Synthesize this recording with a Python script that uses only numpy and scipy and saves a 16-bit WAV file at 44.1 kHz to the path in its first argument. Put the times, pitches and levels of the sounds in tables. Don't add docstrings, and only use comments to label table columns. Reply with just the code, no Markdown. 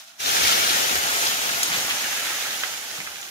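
import sys
import numpy as np
from scipy import signal
from scipy.fft import rfft, irfft
from scipy.io import wavfile
from scipy.ndimage import map_coordinates

SR = 44100
rng = np.random.default_rng(int(sys.argv[2]) if len(sys.argv) > 2 else 0)


def dump(signal):
    limited = np.clip(np.atleast_2d(signal).T, -1, 1)
    pcm = np.round(limited * 32767).astype(np.int16)
    wavfile.write(sys.argv[1], SR, pcm)


N = 145530
T = np.arange(N) / SR
FREQ = np.maximum(np.arange(N // 2 + 1) * SR / N, 1)
SIDES = np.array([[.5], [-.5]])

# start_s, left_lead_ms, spread_ms, left_minus_right_db
FROND_PLACE = [(0, -0.14, 0.31, 0), (.17, -0.13, 0.12, -1), (.2, 0.5, 0.032, 1.5), (.35, 0.48, 0.055, 1.5),
               (.8, 0.43, 0.082, 2), (1.08, 0.33, 0.094, 1), (1.35, 0.35, 0.081, 1), (1.65, 0.29, 0.1, 1),
               (1.95, .16, .14, -0.5), (2.2, -0.058, 0.2, -0.5), (2.55, -0.14, 0.11, -1),
               (3.3, -0.19, 0.088, -1.5)]


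def undb(db):
    return 10 ** (np.asarray(db) / 20)


def curve(table, at=T, axis=1):
    rows = np.array(table)
    return np.interp(at, rows[:, 0], rows[:, axis])


def colour(table):
    hz, db = np.array(table).T
    return undb(np.interp(np.log(FREQ), np.log(hz), db))


def unit(x):
    return x / np.sqrt(np.mean(x ** 2))


def shape(x, gain):
    return irfft(rfft(x) * gain, N)


def bell(hz, octaves):
    return np.exp(-.5 * (np.log2(FREQ / hz) / octaves) ** 2)


def soft_low_cut(edge_hz):
    return FREQ / np.hypot(FREQ, edge_hz)


def band_noise(hz, octaves):
    return unit(shape(rng.standard_normal(N), bell(hz, octaves)))


def walk(points_per_s):
    points = rng.standard_normal(1024)
    return map_coordinates(points, [T * points_per_s], order=2, mode="mirror")


def place(x, at, pan_db):
    lead_s = curve(FROND_PLACE, at) / 1000
    time_shift = np.exp(2j * np.pi * FREQ * lead_s * SIDES)
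    return shape(x, time_shift) * undb(pan_db * SIDES)


def forest():
    # (per Hz, before the overall level is set)
    air_colour = [(30, -10), (100, -9), (250, -3), (490, -14), (660, 7.5), (810, 3), (930, -5), (1500, -1),
                  (3000, -13), (8000, -13), (15000, -24)]
    level_db, edge_hz = -57, 670
    mid, side = rng.standard_normal((2, N))
    side = shape(side, soft_low_cut(edge_hz))
    both = np.array([mid + side, mid - side])
    return undb(level_db) * unit(shape(both, colour(air_colour)))


def echo(x):
    t60_s, first_return_s, edge_hz = 0.082, .003, 420
    fade = undb(-60 * T / t60_s) * (T > first_return_s)
    tail = rng.standard_normal((2, N)) * fade
    tail = tail / np.sqrt((tail ** 2).sum(1, keepdims=True))
    tail = shape(tail, soft_low_cut(edge_hz))
    return signal.fftconvolve(x, tail[:, :SR // 2], axes=1)[:, :N]


def bumps():
    # start_s, level_db at the top of the swell, centre_hz, swell_s
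    soil_bumps = [(.25, -50, 50, 0.014), (0.405, -39, 95, 0.014), (0.455, -45, 65, 0.012),
                  (0.89, -43, 233, 0.021), (0.93, -43, 55, 0.028), (1.267, -47.5, 116, 0.018),
                  (1.678, -46, 170, 0.028), (1.752, -49, 110, 0.028), (2.303, -52, 176, 0.026),
                  (2.984, -46, 170, 0.014), (2.997, -47, 300, 0.0047), (3.04, -61, 75, 0.038)]
    out = 0
    for at, db, hz, length in soil_bumps:
        age = np.maximum(T - at, 0) / length
        thud = band_noise(hz, octaves=.7) * age * np.exp(1 - age)
        out = out + place(undb(db) * thud, at, 0)
    return out


def damped(hz, q):
    return 1 / (1 + 1j * q * (FREQ / hz - hz / FREQ)) ** 2


def strike(body, at):
    hit = irfft(body * np.exp(-2j * np.pi * FREQ * at), N)
    return hit / abs(hit).max()


def knocks():
    # start_s, level_db of the blow's peak, pitch_hz, left_minus_right_db
    stick_knocks = [(.2866, -38, 1700, 6), (0.3665, -17.5, 1900, -9), (0.956, -14, 1600, 1),
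                    (1.4924, -14.5, 1600, 2), (1.7191, -17, 1900, -6), (1.7428, -19, 1600, 0),
                    (1.9094, -15, 1900, 3), (2.129, -21, 1800, -4), (2.27, -19, 1980, -1),
                    (2.4558, -22, 1470, -5), (2.5105, -28, 1500, -7), (2.6358, -12.5, 1610, -6),
                    (2.7379, -26.5, 1600, -6), (2.8445, -32, 1700, -7), (2.979, -31.5, 1150, -9),
                    (3.0032, -22, 2130, -3), (3.0739, -25, 1390, -3), (3.1585, -29.5, 2350, -12)]
    tick_db, rattle_db, crack_db = -8, -20, -12
    rattle_decay_s, crack_decay_s = 0.01, 0.0066
    out = 0
    for at, db, hz, pan_db in stick_knocks:
        wood = damped(hz, q=2.2)
        blow = strike(wood, at)
        tick = strike(damped(3000, q=1.5), at)
        age = np.maximum(T - at, 0)
        rattle = unit(shape(rng.standard_normal(N), wood)) * np.exp(-age / rattle_decay_s)
        crack = band_noise(2670, octaves=0.58) * np.exp(-age / crack_decay_s)
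        noise = undb(rattle_db) * rattle + undb(crack_db) * crack
        knock = blow + undb(tick_db) * tick + noise * (T > at)
        out = out + place(undb(db) * knock, at, pan_db)
    return out


def snaps():
    # start_s, level_db (of the whole snap; the parts below are set against it)
    twig_snaps = [(1.6317, -5.8), (1.6341, -15), (1.6596, -17)]
    break_db, ring_db, splinter_db = -4, -6.5, -5
    ring_hz, ring_decay_s, splinter_decay_s = 6500, .0016, .0026
    out = 0
    for at, db in twig_snaps:
        age = np.maximum(T - at, 0)
        click = undb(break_db) * signal.unit_impulse(N, int(at * SR))
        ring = undb(ring_db) * np.sin(2 * np.pi * ring_hz * age) * np.exp(-age / ring_decay_s)
        fibres = band_noise(5200, octaves=1.5) * np.exp(-age / splinter_decay_s)
        splinters = undb(splinter_db) * fibres
        snap = click + (ring + splinters) * (T > at)
        out = out + place(undb(db) * snap, at, 0)
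    return out


def crunches():
    # start_s, level_db at the top of the swell, centre_hz, width_octaves, rise_s, decay_s
    leaf_crunches = [(.076, -46, 5500, 0.53, .001, 0.0036), (0.259, -20.5, 4200, 0.44, 0.0017, 0.0049),
                     (0.4733, -15, 4460, 1.0, 0.00042, 0.0016), (.48, -34, 9000, 0.88, .002, .012),
                     (0.5095, -21, 2630, 1, 0.0013, 0.0025), (0.522, -19, 3200, 0.26, 0.0025, 0.0089),
                     (.69, -22, 3500, 0.35, 0.0086, 0.018), (.733, -22, 2600, 0.48, .0006, .002),
                     (.758, -30, 2200, .6, 0.0078, .02), (1.031, -23, 3000, 0.96, .0005, 0.0027),
                     (1.253, -24.5, 3800, .5, 0.017, 0.019), (1.269, -16, 4560, 0.32, 0.00042, 0.0016),
                     (1.719, -22, 2000, 1, 0.014, 0.015), (1.893, -23, 2860, 0.42, 0.0062, .018),
                     (2.978, -43, 1000, 0.92, .002, 0.0061), (3.002, -32, 2180, 0.22, 0.0021, 0.0089),
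                     (3.066, -31, 2100, .3, .002, 0.0091), (3.213, -31, 6500, 0.37, 0.0011, .003),
                     (3.226, -34, 3400, 0.33, .003, 0.0069)]
    out = 0
    for at, db, hz, octaves, rise, decay in leaf_crunches:
        swell = np.clip((T - at) / rise, 0, 1)
        fade = np.exp(-np.maximum(T - at - rise, 0) / decay)
        burst = band_noise(hz, octaves) * swell * fade
        out = out + place(undb(db) * burst, at, curve(FROND_PLACE, at, axis=3))
    return out


def ticks(per_s, scatter_db, lead, spread):
    at = np.flatnonzero(rng.random(N) < per_s / SR)
    size, spot, sign = rng.standard_normal((3, len(at)))
    size = np.sign(sign) * undb(scatter_db * np.minimum(size, 1.8))
    lag = np.rint(lead[at] + spread[at] * spot).astype(int)
    left = at - lag // 2
    right = left + lag
    return unit(np.array([np.bincount(i % N, size, N) for i in (left, right)]))


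def twangs(lead, spread, count):
    low_hz, high_hz, decay_s, scatter_db = 601.3, 15220, 0.023, 1
    when, pitch, turn = rng.random((3, count, 1))
    size, spot = rng.standard_normal((2, count, 1))
    at = (when * N).astype(int)
    age = np.arange(SR // 25)
    hz = low_hz * (high_hz / low_hz) ** np.sqrt(pitch)
    strength = hz ** 0.09 * undb(scatter_db * np.minimum(size, 2))
    tone = np.sin(2 * np.pi * (hz * age / SR + turn))
    ring = strength * np.exp(-age / SR / decay_s) * tone
    lag = np.rint(lead[at] + spread[at] * spot).astype(int)
    return unit(np.array([np.bincount(((i + age) % N).ravel(), ring.ravel(), N) for i in (at, at + lag)]))


def lift(x, peaks, fade_start_s, fade_end_s):
    gain = undb(sum(db * bell(hz, octaves) for hz, octaves, db in peaks))
    return shape(x, gain - 1) * np.interp(T, (fade_start_s, fade_end_s), (1, 0))


def leaf_scrape():
    # hz, factor
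    bend = [(100, 1.3), (250, 1.7), (480, 1.71), (960, 0.99), (1900, 0.84), (3800, 1)]
    crackle_db, twang_db, wash_db, flicker_db = -8, -7.5, 0.5, 0.86
    lead, spread = (curve(FROND_PLACE, axis=k) * SR / 1000 for k in (1, 2))
    centres = 30 * 2. ** np.arange(10)
    bands = np.array([bell(hz, .4) for hz in centres])
    bands /= np.sqrt((bands ** 2).sum(0)) + 1e-12
    out = undb(crackle_db) * ticks(420, 5, lead, spread)
    out = out + undb(twang_db) * twangs(lead, spread, count=1500)
    for hz, band in zip(centres, bands):
        dense = ticks(9000, 4, lead * curve(bend, hz), spread)
        flicker = undb(flicker_db * walk(points_per_s=82.1))
        out = out + shape(unit(dense * flicker), band)
    wash = shape(rng.standard_normal((2, N)), soft_low_cut(1700))
    return out + undb(wash_db) * wash


def rustle():
    # start_s, level_db
    drag = [(0, -40.5), (.05, -47), (.09, -46), (.15, -52), (.183, -48.5), (.203, -28.5), (.24, -26.5),
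            (.275, -21.5), (.36, -20.5), (.5, -18.5), (.6, -20.5), (.77, -20.5), (.87, -21.5), (1.0, -22.5),
            (1.28, -21.5), (1.36, -24), (1.78, -23.5), (2.0, -25.5), (2.1, -25), (2.47, -27), (2.58, -28.5),
            (2.68, -28.5), (2.8, -32), (2.98, -32), (3.08, -35), (3.3, -36.5)]
    # start_s, change_db
    low_scrape = [(0, -20), (.17, -16), (.21, 1.5), (.9, 1.5), (1.2, -0.5), (1.85, 0), (2.2, -2), (2.6, -1),
                  (3.3, -0.5)]
    # start_s, change_db
    woody_middle = [(0, -2), (.25, -0.5), (.5, 1.5), (1.2, -0.5), (1.7, 0), (2.25, 1.5), (2.7, 0.5),
                    (3.3, -0.5)]
    # (per Hz, before the overall level is set)
    leaf_colour = [(25, -33), (65, -15), (130, -12.5), (260, -8.5), (450, -6.5), (800, -0.8), (1020, -8),
                   (1450, -1), (2100, -2.5), (3000, -1.5), (4700, -5), (6700, -3), (7900, -10.5),
                   (12500, -10), (15000, -14.5)]
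    # centre_hz, width_octaves, lift_db
    hollow = [(450, 0.26, 3.2), (606, 0.21, 1.6), (1030, 0.21, 2.5), (1350, 0.086, 3)]
    # centre_hz, width_octaves, lift_db
    swish = [(3760, 0.2, 2.7), (5440, 0.083, 3)]
    surge_db, low_edge_hz = 0.35, 920
    out = unit(shape(leaf_scrape(), colour(leaf_colour) * (FREQ > 20)))
    low = shape(out, 1 / (1 + (FREQ / low_edge_hz) ** 10))
    woody = shape(out, bell(1800, octaves=0.57))
    out = out + low * (undb(curve(low_scrape)) - 1) + woody * (undb(curve(woody_middle)) - 1)
    out = out + lift(out, hollow, fade_start_s=1.3, fade_end_s=2.2)
    out = out + lift(out, swish, fade_start_s=0.58, fade_end_s=1)
    pan_db = curve(FROND_PLACE, axis=3) * SIDES
    surge = surge_db * walk(points_per_s=44.6)
    return out * undb(curve(drag) + surge + pan_db)


def scene():
    hits = bumps() + knocks() + snaps() + crunches()
    echo_db = -6
    return forest() + undb(echo_db) * echo(hits) + hits + rustle()


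def record(dry):
    # hz, left_minus_right_db
    mic_balance = [(60, -4), (110, 2), (200, -1.5), (380, 1), (700, 1), (1290, -2), (2380, -0.5),
                   (4400, -1), (8120, -1.5), (15000, 1)]
    low_cut_hz, top_hz = 31, 15600
    bass_cut = 1 / (1 + (low_cut_hz / FREQ) ** 4)
    heard = shape(dry, colour(mic_balance) ** SIDES * bass_cut)
    treble_cut = signal.ellip(10, .1, 75, top_hz, fs=SR, output="sos")
    return signal.sosfilt(treble_cut, heard)


dry = scene()
out = record(dry)
dump(out)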